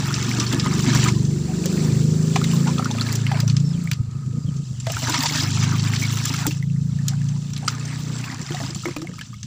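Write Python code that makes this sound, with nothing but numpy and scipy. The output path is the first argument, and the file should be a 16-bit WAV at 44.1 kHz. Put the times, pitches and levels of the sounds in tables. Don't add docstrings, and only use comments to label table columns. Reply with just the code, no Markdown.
import sys
import numpy as np
from scipy import signal
from scipy.fft import rfft, irfft
from scipy.io import wavfile

SR = 44100
rng = np.random.default_rng(int(sys.argv[2]) if len(sys.argv) > 2 else 0)


def inscribe(sig):
    pcm = np.round(np.clip(np.atleast_2d(sig).T, -1, 1) * 32767)
    wavfile.write(sys.argv[1], SR, pcm.astype(np.int16))


N = 417186
SETTLE_S = 0.28

# pitch_hz, gain_db
MIC_COLOUR = [(250, -0.5), (450, -31), (600, -9), (950, -1.5), (1500, 1.5), (2200, 1), (2550, 4),
              (4500, 5.5), (6250, 8.5), (6600, 1), (6950, 7), (7500, 8.5), (8200, -2.5), (11800, -9.5),
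              (13800, -13), (15000, 5)]
# time_s, boom_db, loudest_harmonic, growl_db
EXHAUST_LEVELS = [(0, -26.5, 5.8, -35), (.45, -27.5, 5.1, -33), (.63, -23, 5.8, -31),
                  (1.21, -19.5, 5.6, -30.5), (1.5, -25.5, 6.1, -31.5), (1.76, -23.5, 6.8, -25.5),
                  (1.92, -20.5, 5, -30), (2.11, -19, 5.7, -29.5), (2.21, -21.5, 6, -31.5),
                  (2.42, -23, 5.2, -32.5), (2.66, -20.5, 5.5, -32), (2.97, -24.5, 4.1, -36),
                  (3.35, -22.5, 4.7, -44), (3.56, -19, 4.8, -45.5), (3.79, -26.5, 5.9, -45),
                  (3.9, -27.5, 5.3, -53), (4.3, -26.5, 4.9, -46), (4.87, -30.5, 4.8, -58.5),
                  (5.27, -29.5, 6, -67), (5.43, -27, 5, -43), (5.62, -21, 4.9, -41), (6.03, -24, 4.7, -45),
                  (6.32, -26.5, 5, -47), (6.58, -27.5, 5.1, -55), (6.73, -23, 5.1, -51.5),
                  (7.09, -23, 5.1, -55), (7.37, -25, 5.1, -54.5), (7.5, -27, 5.2, -54),
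                  (7.7, -30, 4.4, -48), (7.96, -29.5, 4.2, -49.5), (8.11, -27.5, 4.1, -42),
                  (8.27, -33.5, 4.5, -54), (8.8, -37, 4.8, -52), (9.12, -38, 5.3, -52),
                  (9.27, -35.5, 4.5, -62), (9.46, -32, 3.9, -69)]


def from_db(db):
    return 10 ** (np.asarray(db) / 20)


def rms_one(x):
    return x / np.sqrt(np.mean(x ** 2) + 1e-20)


def in_time(rows):
    times_s, *columns = np.transpose(rows)
    return [np.interp(np.arange(N) / SR, times_s, column) for column in columns]


def during(start_s, end_s, edge_s):
    t = np.arange(N) / SR
    return np.clip(np.minimum(t - start_s, end_s - t) / edge_s + .5, 0, 1)


def drift(rate_hz):
    pole = np.exp(-80 * np.pi * rate_hz / SR)
    slow = signal.lfilter([1], [1, -2 * pole, pole * pole], rng.standard_normal(N // 40 + 2002))[2000:]
    return np.interp(np.arange(N) / 40, np.arange(len(slow)), rms_one(slow))


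def band(x, low_hz, high_hz, order=2):
    edges_hz = [low_hz, min(high_hz, .45 * SR)]
    return signal.sosfilt(signal.butter(order, edges_hz, "band", fs=SR, output="sos"), x)


def coloured(x, spectrum):
    hz, db = np.transpose(spectrum)
    gain_db = np.interp(np.log(np.linspace(1, SR / 2, 2049)), np.log(hz), db)
    cepstrum = irfft(np.log(from_db(gain_db)))
    cepstrum[1:2048] *= 2
    cepstrum[2049:] = 0
    return signal.fftconvolve(x, irfft(np.exp(rfft(cepstrum))))[:N]


def resonance(x, hz, width_hz):
    pole = np.exp(-np.pi * width_hz / SR)
    gain = (1 - pole * pole) / 2
    return signal.lfilter([gain, 0, -gain], [1, -2 * pole * np.cos(2 * np.pi * hz / SR), pole * pole], x)


def glide(length_s, from_hz, to_hz, softness):
    size = round(length_s * SR)
    phase = 2 * np.pi * np.cumsum(np.linspace(from_hz, to_hz, size)) / SR
    return np.hanning(size) ** softness * np.sin(phase)


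def add(out, start_s, sound):
    at = round(start_s * SR)
    out[at:at + len(sound)] += sound[:N - at]


def bubble_swarm(per_s, low_hz, high_hz, cycles, spread_db, clump_db, pitches):
    sizes = from_db(spread_db * np.minimum(rng.exponential(1, N), 5)) * rng.choice([-1, 1], N)
    born = rng.random(N) < per_s * from_db(clump_db * drift(14)) / SR
    which_pitch, out = rng.integers(0, pitches, N), 0
    for k, hz in enumerate(np.geomspace(low_hz, high_hz, pitches)):
        pole, step = from_db(-60 * hz / (cycles * SR)), 2 * np.pi * hz / SR
        clicks = sizes * born * (which_pitch == k) + 1e-18
        ringing = [1, -2 * pole * np.cos(step), pole * pole]
        out = out + signal.lfilter([0, np.sin(step) * np.sqrt(hz)], ringing, clicks)
    return rms_one(out)


def broken_share():
    # start_s, end_s, broken_share
    handling = [(-.1, 1.117, 0.89), (2.333, 3.6, 0.35), (4.877, 6.618, 0.99), (6.76, 7.458, 0.35),
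                (7.576, 9.6, 0.69)]
    at_rest = 0.2
    stirred = sum((share - at_rest) * during(start, end, SETTLE_S) for start, end, share in handling)
    return np.clip(at_rest + stirred, 0, 1)


def running_water(bubbling_db, fizz_db, broken):
    # pitch_hz, gain_db
    trickle = [(300, 6), (700, 4.5), (1300, -3), (2800, -15.5), (4500, 20.5), (7000, 23.5), (12000, 20)]
    # start_s, end_s
    gurgly_spans = [(.2, 2.3), (5.05, 7.1)]
    gurgle_db = bubbling_db - 3 + 4 * sum(during(start, end, SETTLE_S) for start, end in gurgly_spans)
    spray_db = -44 + 1.35 * (fizz_db + 31.5)
    surge_db = 1.5 * broken * drift(18)
    hiss = coloured(coloured(rng.standard_normal(N), trickle), MIC_COLOUR)
    gurgle = bubble_swarm(220, 251, 422, cycles=28, spread_db=5, clump_db=5, pitches=8)
    bubbling = bubble_swarm(3000, 613, 2630, cycles=44, spread_db=4, clump_db=3, pitches=18)
    fizz = bubble_swarm(6000, 2590, 9940, cycles=58, spread_db=4.2, clump_db=2.8, pitches=22)
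    spray = bubble_swarm(1500, 11100, 16300, cycles=7.1, spread_db=0, clump_db=11, pitches=6)
    layers = [(gurgle, 220, 560, gurgle_db), (bubbling, 550, 2600, bubbling_db),
              (fizz, 2400, 9000, fizz_db), (spray, 8800, 16000, spray_db)]
    out = 0
    for swarm, low_hz, high_hz, db in layers:
        grainy = rms_one(band(coloured(swarm, MIC_COLOUR), low_hz, high_hz, order=3))
        smooth = rms_one(band(hiss, low_hz, high_hz, order=3))
        out = out + from_db(db) * (np.sqrt(broken) * grainy + np.sqrt(1 - broken) * smooth)
    return out * from_db(surge_db)


def droplet_ticks(fizz_db, broken):
    most_per_s, spread_db, fade_s = 110, 2.8, .007
    born = rng.random(N) < most_per_s * broken / SR
    sizes = born * from_db(fizz_db + 0.5 + spread_db * np.minimum(rng.exponential(1, N), 4))
    fades = signal.lfilter([1], [1, -from_db(-60 / (fade_s * SR))], sizes + 1e-18)
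    return band(coloured(fades * rng.standard_normal(N), MIC_COLOUR), 3300, 11300)


def tub_and_bucket(x):
    # pitch_hz, width_hz, gain_db
    notes = [(970, 40, -8), (1247, 45, 0), (1750, 99, -7.5), (2180, 80, -8)]
    over_bucket = during(2.9, 4.66, SETTLE_S)
    hum_db = -73.5 + 18 * over_bucket + 2.5 * drift(8)
    hum = from_db(hum_db) * rms_one(resonance(rng.standard_normal(N), notes[1][0], width_hz=34))
    return x + hum + sum(from_db(db) * resonance(x, hz, width_hz) for hz, width_hz, db in notes)


def motorbike():
    # time_s, firings_per_s
    speed = [(0, 23.2), (.5, 24.3), (1.5, 24.2), (1.76, 25.6), (2.18, 26), (2.55, 27.7), (3.3, 28),
             (3.82, 28.7), (3.95, 25.5), (4.08, 25.4), (4.35, 28.2), (4.58, 27.5), (4.87, 24), (5.43, 25.2),
             (5.69, 26), (6.11, 27.2), (6.32, 27.6), (6.58, 27.2), (6.73, 27.6), (7.1, 28), (7.37, 28.9),
             (7.5, 28.8), (7.97, 29.8), (8.22, 30.2), (8.8, 26.4), (9.12, 28.7)]
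    # start_s, end_s
    coasting = [(3.83, 5.12), (8.28, 9.6)]
    # harmonic, offset_db
    side_tones = [(1, -43), (2, -39), (3, -12.5), (8, -3.5), (9, -6), (10, -13.5), (11, -21)]
    # harmonic, offset_db
    growl_tones = [(12, -13), (13, -13.5), (14, -13), (15, -10.5), (16, -17.5), (17, -18), (18, -22.5),
                   (19, -20), (20, -24), (21, -27)]
    firings_per_s = in_time(speed)[0]
    boom_db, loudest, growl_db = in_time(EXHAUST_LEVELS)
    throttle_shut = sum(during(start, end, edge_s=.2) for start, end in coasting)
    uneven = .025 + (.44 - .025) * throttle_shut
    firing_count = np.cumsum(firings_per_s) / SR + 0.085 * uneven * drift(14.4)
    tones = []  # harmonic, level_db, wander_radians
    for k in range(4, 8):
        off_peak_db = np.maximum(-5.5 * (k - loudest) ** 2, -12.5)
        tones.append((k, boom_db + off_peak_db + 2.4 * drift(1.8), .3))
    side_db = boom_db + 0.5 + 0.61 * (growl_db - boom_db)
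    tones += [(k, side_db + db + 1.8 * drift(2.5), .8) for k, db in side_tones]
    tones += [(k, growl_db + db + 4.5 * drift(12), 1.5) for k, db in growl_tones]
    engine = 0
    for k, db, wander in tones:
        pipe_lag = .18 * (k - 5) ** 2
        phase = 2 * np.pi * k * firing_count - pipe_lag + wander * drift(0.99)
        engine = engine + np.sqrt(2) * from_db(db) * np.cos(phase)
    firings = np.arange(int(firing_count[-1]) + 4)
    strength = np.clip(rng.standard_normal(len(firings)), -1.6, 1.6)
    return engine * (1 + uneven * np.interp(firing_count, firings, strength))


def road_rumble():
    # pitch_hz, gain_db
    road_colour = [(40, -81), (70, 2.5), (110, 7), (170, 4.5), (250, -4.5), (400, -46), (700, -49)]
    boom_db = in_time(EXHAUST_LEVELS)[0]
    road = rms_one(coloured(rng.standard_normal(N), road_colour))
    deep = rms_one(band(rng.standard_normal(N), 24, 80))
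    road_db = -19.5 + 0.72 * boom_db
    deep_db = -38.5 + 0.59 * boom_db + 2.6 * drift(3)
    return from_db(road_db) * road + from_db(deep_db) * deep


def bubble_plops():
    # start_s, level_db, pitch_hz
    plops = [(0.107, -12.5, 1400), (0.314, -15, 2240), (0.384, -10.5, 298), (0.532, -7, 261),
             (0.661, -8.5, 251), (0.847, -17, 277), (0.948, -21.5, 2330), (0.956, -9, 271),
             (1.049, -15, 294), (1.058, -13, 1240), (1.086, -8.5, 2090), (1.64, -21, 2600),
             (1.655, -18, 540), (1.776, -23, 1870), (2.359, -7.5, 780), (2.36, -10, 1010),
             (2.415, -14, 1340), (2.445, -20, 2000), (2.513, -18.5, 2960), (2.534, -23, 1080),
             (2.78, -20, 1280), (2.796, -14, 730), (2.793, -14.5, 1240), (2.822, -18, 1210),
             (2.857, -9, 1340), (2.905, -17.5, 840), (2.911, -16.5, 3620), (2.95, -18, 684),
             (2.979, -20, 1260), (2.985, -20, 2700), (2.997, -16, 3560), (3.011, -7, 4360),
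             (3.014, -17, 1340), (3.016, -18, 4780), (3.025, -10, 4970), (3.049, -23, 1820),
             (3.063, -22, 1710), (3.069, -22, 4250), (3.087, -19, 2150), (3.121, -13, 4780),
             (3.128, -18, 1900), (3.158, -12, 5600), (3.266, -16.5, 2190), (3.267, -17, 2870),
             (3.3, -26, 2520), (3.345, -24, 2640), (3.315, -12, 820), (3.37, -25, 960), (3.391, -20, 1600),
             (3.432, -23, 573), (3.48, -20, 1430), (3.874, -18.5, 2190), (4.869, -10, 626),
             (4.898, -14, 630), (4.968, -10, 1490), (5.072, -11, 1560), (5.09, -17, 950),
             (5.096, -12.5, 302), (5.14, -16, 933), (5.221, -13, 1740), (5.256, -18, 915),
             (5.296, -13.5, 2180), (5.311, -15.5, 285), (5.383, -17.5, 1590), (5.424, -15.5, 308),
             (5.935, -20, 2140), (6.252, -18.5, 1700), (6.342, -21, 1340), (6.456, -16, 816),
             (6.298, -17, 254), (6.466, -6.5, 285), (6.626, -22, 2030), (6.7, -34, 2640),
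             (6.762, -36, 1930), (6.987, -31.5, 1730), (7.135, -25.5, 1540), (7.216, -29, 1800),
             (7.363, -36, 980), (7.678, -5.5, 1286), (7.578, -13, 4000), (7.58, -23, 2780),
             (7.88, -22, 1860), (8.3, -24, 1970), (8.325, -23, 1920), (8.49, -30, 1950), (8.76, -20, 4500),
             (8.411, -25.5, 363), (8.506, -15, 350), (8.52, -23, 1460), (8.568, -21.5, 1890),
             (8.603, -19, 1770), (8.644, -30, 875), (8.698, -23, 338), (8.755, -28.5, 750),
             (8.758, -30, 1220), (8.759, -30, 322), (8.911, -22, 2100), (9.02, -39, 890), (9.045, -27, 740),
             (9.115, -33, 1860), (9.135, -33.5, 1270), (9.183, -28, 1240), (9.43, -32, 1800),
             (8.545, -17, 735), (8.601, -15.5, 680), (8.614, -17.5, 278), (8.835, -24, 1330),
             (8.856, -12, 2090), (8.856, -11, 334), (8.885, -16, 350), (8.964, -13.5, 290),
             (8.994, -25, 305), (9.019, -18.5, 314), (9.071, -19.5, 2150), (9.092, -27.5, 477),
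             (9.191, -16, 2180), (9.211, -15.5, 1680), (9.33, -31, 1146), (9.342, -24.5, 2220)]
    slap_db, slap_cycles = -12, 7
    rings, slaps, t = np.zeros(N), np.zeros(N), np.arange(round(.25 * SR)) / SR
    noises = rng.standard_normal((len(plops), round(.03 * SR)))
    rises = .14 * rng.uniform(.2, 1.8, len(plops))
    for (start_s, db, hz), rise, noise in zip(plops, rises, noises):
        fade_s = 30 * (hz / 1000) ** .1 / hz
        phase = 2 * np.pi * hz * t * (0.96 + rise * np.minimum(t / fade_s, 1))
        attack = 1 - np.exp(-t * hz * 0.4)
        add(rings, start_s, from_db(db - 60 * t / fade_s) * np.sin(phase) * attack)
        slap_fade = from_db(db + slap_db - 60 * t[:len(noise)] * hz / slap_cycles)
        add(slaps, start_s, slap_fade * rms_one(band(noise, .6 * hz, 2.5 * hz, order=1)))
    churn = 1 + .4 * drift(140)
    return rings * churn + slaps


def drop_splats():
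    # start_s, level_db, pitch_hz, fade_s, spray_offset_db
    drops = [(0.141, -16.5, 5270, 0.0088, -27), (0.399, -20, 5900, 0.028, -16),
             (.466, -23.5, 4430, 0.017, -26), (0.5256, -24.5, 3540, 0.039, -4),
             (0.5968, -22, 5070, 0.029, -24), (0.9498, -15, 6900, 0.0037, -4), (1.045, -39, 5840, 0.016, 8),
             (1.25, -29.5, 6360, 0.013, -20), (1.658, -17.5, 6740, 0.0086, -4),
             (2.359, -14, 2400, 0.014, -21), (2.441, -22.5, 3840, 0.018, -8), (2.565, -30, 4040, 0.01, -20),
             (2.672, -30, 1404, 0.084, -25), (2.783, -24.5, 3430, 0.011, -20),
             (2.845, -23.5, 5760, 0.0091, -24), (2.912, -25, 6320, 0.014, -14),
             (3.015, -28, 4570, 0.027, -22), (3.066, -31, 4070, 0.013, -18), (3.092, -31, 5630, 0.013, -10),
             (3.127, -21, 6750, 0.0041, 5), (3.154, -20.5, 6740, 0.0096, -5), (3.267, -23, 2630, .008, -25),
             (3.317, -22, 2010, .012, -24), (3.37, -29, 2330, .015, -25), (3.393, -39, 2170, .015, -25),
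             (3.4022, -22.5, 4870, 0.017, -4), (3.4783, -19, 5870, 0.0052, -12),
             (3.4984, -21.5, 4430, 0.01, -26), (3.5664, -21.5, 5100, 0.012, -23),
             (3.6, -33, 7100, 0.014, -25), (3.839, -45, 9200, 0.019, 12), (3.914, -18.5, 2380, 0.015, -5),
             (3.932, -29, 4700, 0.018, -7), (4.111, -45, 6900, 0.017, -25), (4.261, -45, 7000, .02, -25),
             (4.564, -46, 6370, 0.077, -25), (4.7994, -34.5, 7300, 0.042, -38),
             (4.8662, -30.5, 2030, 0.044, -15), (4.9003, -28.5, 2860, 0.028, -18),
             (4.9194, -26, 6250, 0.015, 5), (5.072, -28, 5500, .015, -15), (5.122, -23, 5030, .02, -18),
             (5.096, -22, 7220, 0.025, 0), (5.1425, -22.5, 2220, 0.041, -17),
             (5.1755, -23.5, 5600, 0.036, -15), (5.2053, -19, 4570, 0.0094, -19),
             (5.235, -18, 4800, .012, -15), (5.258, -17.5, 4600, 0.018, -18),
             (5.263, -19, 3540, 0.028, -22), (5.361, -32, 4070, 0.023, -22),
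             (5.433, -25.5, 5000, 0.021, -5), (5.6342, -26.5, 2270, 0.025, -5),
             (5.795, -26.5, 4440, 0.022, -22), (5.9595, -26.5, 4400, 0.036, -24),
             (6.2543, -17.5, 7300, 0.016, 0), (6.339, -25.5, 2190, 0.025, -8),
             (6.467, -12, 7600, 0.0036, 2.5), (6.509, -27, 2700, 0.026, -15),
             (7.0823, -15.5, 6820, 0.012, 0.5), (7.287, -34, 6220, 0.021, -21),
             (7.534, -30, 5700, 0.014, -12), (7.5643, -23.5, 4120, 0.007, -19),
             (7.681, -13.5, 4800, 0.013, -16), (7.7498, -33.5, 6170, .012, -20),
             (7.7967, -32, 7200, 0.012, -20), (7.8545, -30.5, 6200, 0.016, -20),
             (8.185, -27, 8200, .01, -10), (8.2404, -24.5, 2640, 0.0085, -25),
             (8.3165, -36, 5000, .012, -20), (8.415, -31, 7300, .01, -20), (8.464, -32, 5000, .012, -20),
             (8.521, -30, 3200, .015, -20), (8.5465, -27, 3740, .015, -20), (8.705, -30.5, 5100, 0.02, -21),
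             (8.6607, -31, 5000, 0.014, -25), (8.747, -29, 7200, 0.027, -32), (8.857, -42, 2020, 0.051, -3),
             (8.963, -33, 2470, 0.04, -4), (9.0167, -32.5, 5640, 0.013, -24),
             (9.212, -25.5, 3060, 0.0075, -31), (9.43, -27.5, 6300, 0.01, -25)]
    body, spray, t = np.zeros(N), np.zeros(N), np.arange(round(.1 * SR)) / SR
    noises = rng.standard_normal((len(drops), len(t)))
    for (start_s, db, hz, fade_s, spray_db), noise in zip(drops, noises):
        fade_s = np.clip(fade_s, .004, .07)
        tail = from_db(-15 - 60 * t / .11)
        shape = (from_db(-60 * t / fade_s) + tail) * (1 - np.exp(-t / .0016))
        burst = rms_one(band(noise, hz * 0.42, hz * 1.49, order=1))
        ring = 0.69 * np.sin(2 * np.pi * hz * t) * from_db(-60 * t / (1.5 * fade_s))
        add(body, start_s, from_db(db) * (burst * shape + ring))
        add(spray, start_s, from_db(db + spray_db - 60 * t / fade_s) * noise)
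    treble = band(coloured(spray, MIC_COLOUR), 8800, 16000, order=3)
    filter_gain = np.std(band(coloured(noises.ravel(), MIC_COLOUR), 8800, 16000, order=3))
    return band(coloured(body, MIC_COLOUR), 600, 9700) + treble / filter_gain


def echoes(x):
    # delay_s, gain
    bounces = [(.0009, .25), (.0021, .2), (.0037, .2), (.0064, .2), (.011, .15)]
    samples, returned = np.arange(N), 0
    for delay_s, gain in bounces:
        lag = delay_s * SR * (1 + .12 * drift(1.5))
        returned = returned + gain * np.interp(samples - lag, samples, x)
    return (x + returned) / np.sqrt(1 + sum(gain ** 2 for _, gain in bounces))


def sloshes():
    # start_s, from_hz, to_hz, level_db
    notes = [(.4, 1160, 1210, -25), (.49, 1130, 1120, -41), (.64, 1220, 1260, -26), (.74, 1220, 1180, -33),
             (1.057, 1015, 960, -30.5), (1.14, 993, 1045, -37.5), (1.481, 758, 733, -32.5),
             (2.658, 798, 1070, -23), (3.313, 872, 577, -27), (5.01, 652, 624, -30), (5.07, 897, 1007, -24),
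             (5.138, 957, 970, -25), (5.14, 2170, 2180, -28), (5.18, 943, 930, -28),
             (5.224, 917, 943, -19.5), (5.717, 1337, 1054, -24.5), (6.014, 2280, 2190, -22.5),
             (6.42, 1490, 1360, -26.5), (7.095, 775, 770, -37), (7.61, 720, 856, -31),
             (8.531, 730, 733, -43), (8.602, 730, 650, -39)]
    length_s, roughness = 0.0538, 0.46
    out = np.zeros(N)
    for start_s, from_hz, to_hz, db in notes:
        add(out, start_s, from_db(db) * glide(length_s, from_hz, to_hz, softness=0.45))
    return out * (1 - roughness + roughness * drift(240))


def birds():
    # start_s, length_s, from_hz, to_hz, level_db
    chirps = [(3.64, 0.046, 5400, 5300, -38), (3.686, 0.05, 5300, 4950, -41),
              (3.73, 0.028, 3500, 3000, -39), (4.375, 0.04, 5030, 5000, -49),
              (4.424, 0.025, 4950, 4750, -48), (4.46, 0.041, 3400, 3020, -46),
              (4.535, 0.05, 4450, 4420, -51), (4.628, 0.036, 4150, 3900, -48),
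              (4.638, 0.046, 5100, 5050, -46), (4.735, 0.06, 3370, 2920, -46),
              (7.644, 0.038, 8500, 8300, -39), (7.854, 0.076, 8400, 8350, -44),
              (7.887, 0.13, 7780, 7800, -45), (8.12, .08, 7700, 7400, -36)]
    out = np.zeros(N)
    for start_s, length_s, from_hz, to_hz, db in chirps:
        add(out, start_s, from_db(db) * glide(length_s, from_hz, to_hz, softness=0.34))
    return out * (.5 + .6 * drift(220))


def scene():
    # time_s, bubbling_db, fizz_db
    flow = [(0, -37, -33.5), (.37, -33.5, -32), (.58, -36, -33), (.8, -35, -30), (1.09, -32, -29),
            (1.13, -46, -39), (1.45, -43, -39), (1.82, -35, -33.5), (2.08, -43.5, -37.5),
            (2.53, -37.5, -33.5), (2.75, -39, -36), (2.88, -40, -38), (3.15, -35.5, -35.5),
            (3.22, -45, -40.5), (3.3, -37.5, -41), (3.4, -35, -36.5), (3.44, -46, -44),
            (3.55, -47.5, -46.5), (3.84, -47, -43), (4.03, -54.5, -52.5), (4.82, -54.5, -46),
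            (4.93, -40.5, -33.5), (5.11, -29.5, -28.5), (5.27, -35.5, -28), (5.4, -35.5, -30.5),
            (5.7, -38, -35.5), (6.16, -38, -32.5), (6.4, -39, -33.5), (6.53, -48, -38.5),
            (6.66, -62, -52.5), (6.9, -53.5, -48), (7.09, -47.5, -45), (7.51, -50, -45.5),
            (7.77, -42, -42.5), (8.2, -41.5, -39.5), (8.33, -39, -42.5), (8.44, -45, -41.5),
            (8.6, -42.5, -35.5), (8.72, -47, -43), (8.83, -53, -39.5), (8.88, -39, -39.5),
            (8.97, -53.5, -48), (9.25, -58, -48.5), (9.46, -66, -51.5)]
    bubbling_db, fizz_db = in_time(flow)
    broken = broken_share()
    stream = running_water(bubbling_db, fizz_db, broken) + droplet_ticks(fizz_db, broken)
    around_tub = stream + drop_splats() + echoes(bubble_plops() + birds())
    mix = tub_and_bucket(around_tub) + sloshes() + motorbike() + road_rumble()
    return np.array([mix, mix])


def record(dry):
    cutoff_hz = 15800
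    return signal.sosfilt(signal.cheby2(16, 60, cutoff_hz, fs=SR, output="sos"), dry)


dry = scene()
out = record(dry)
inscribe(out)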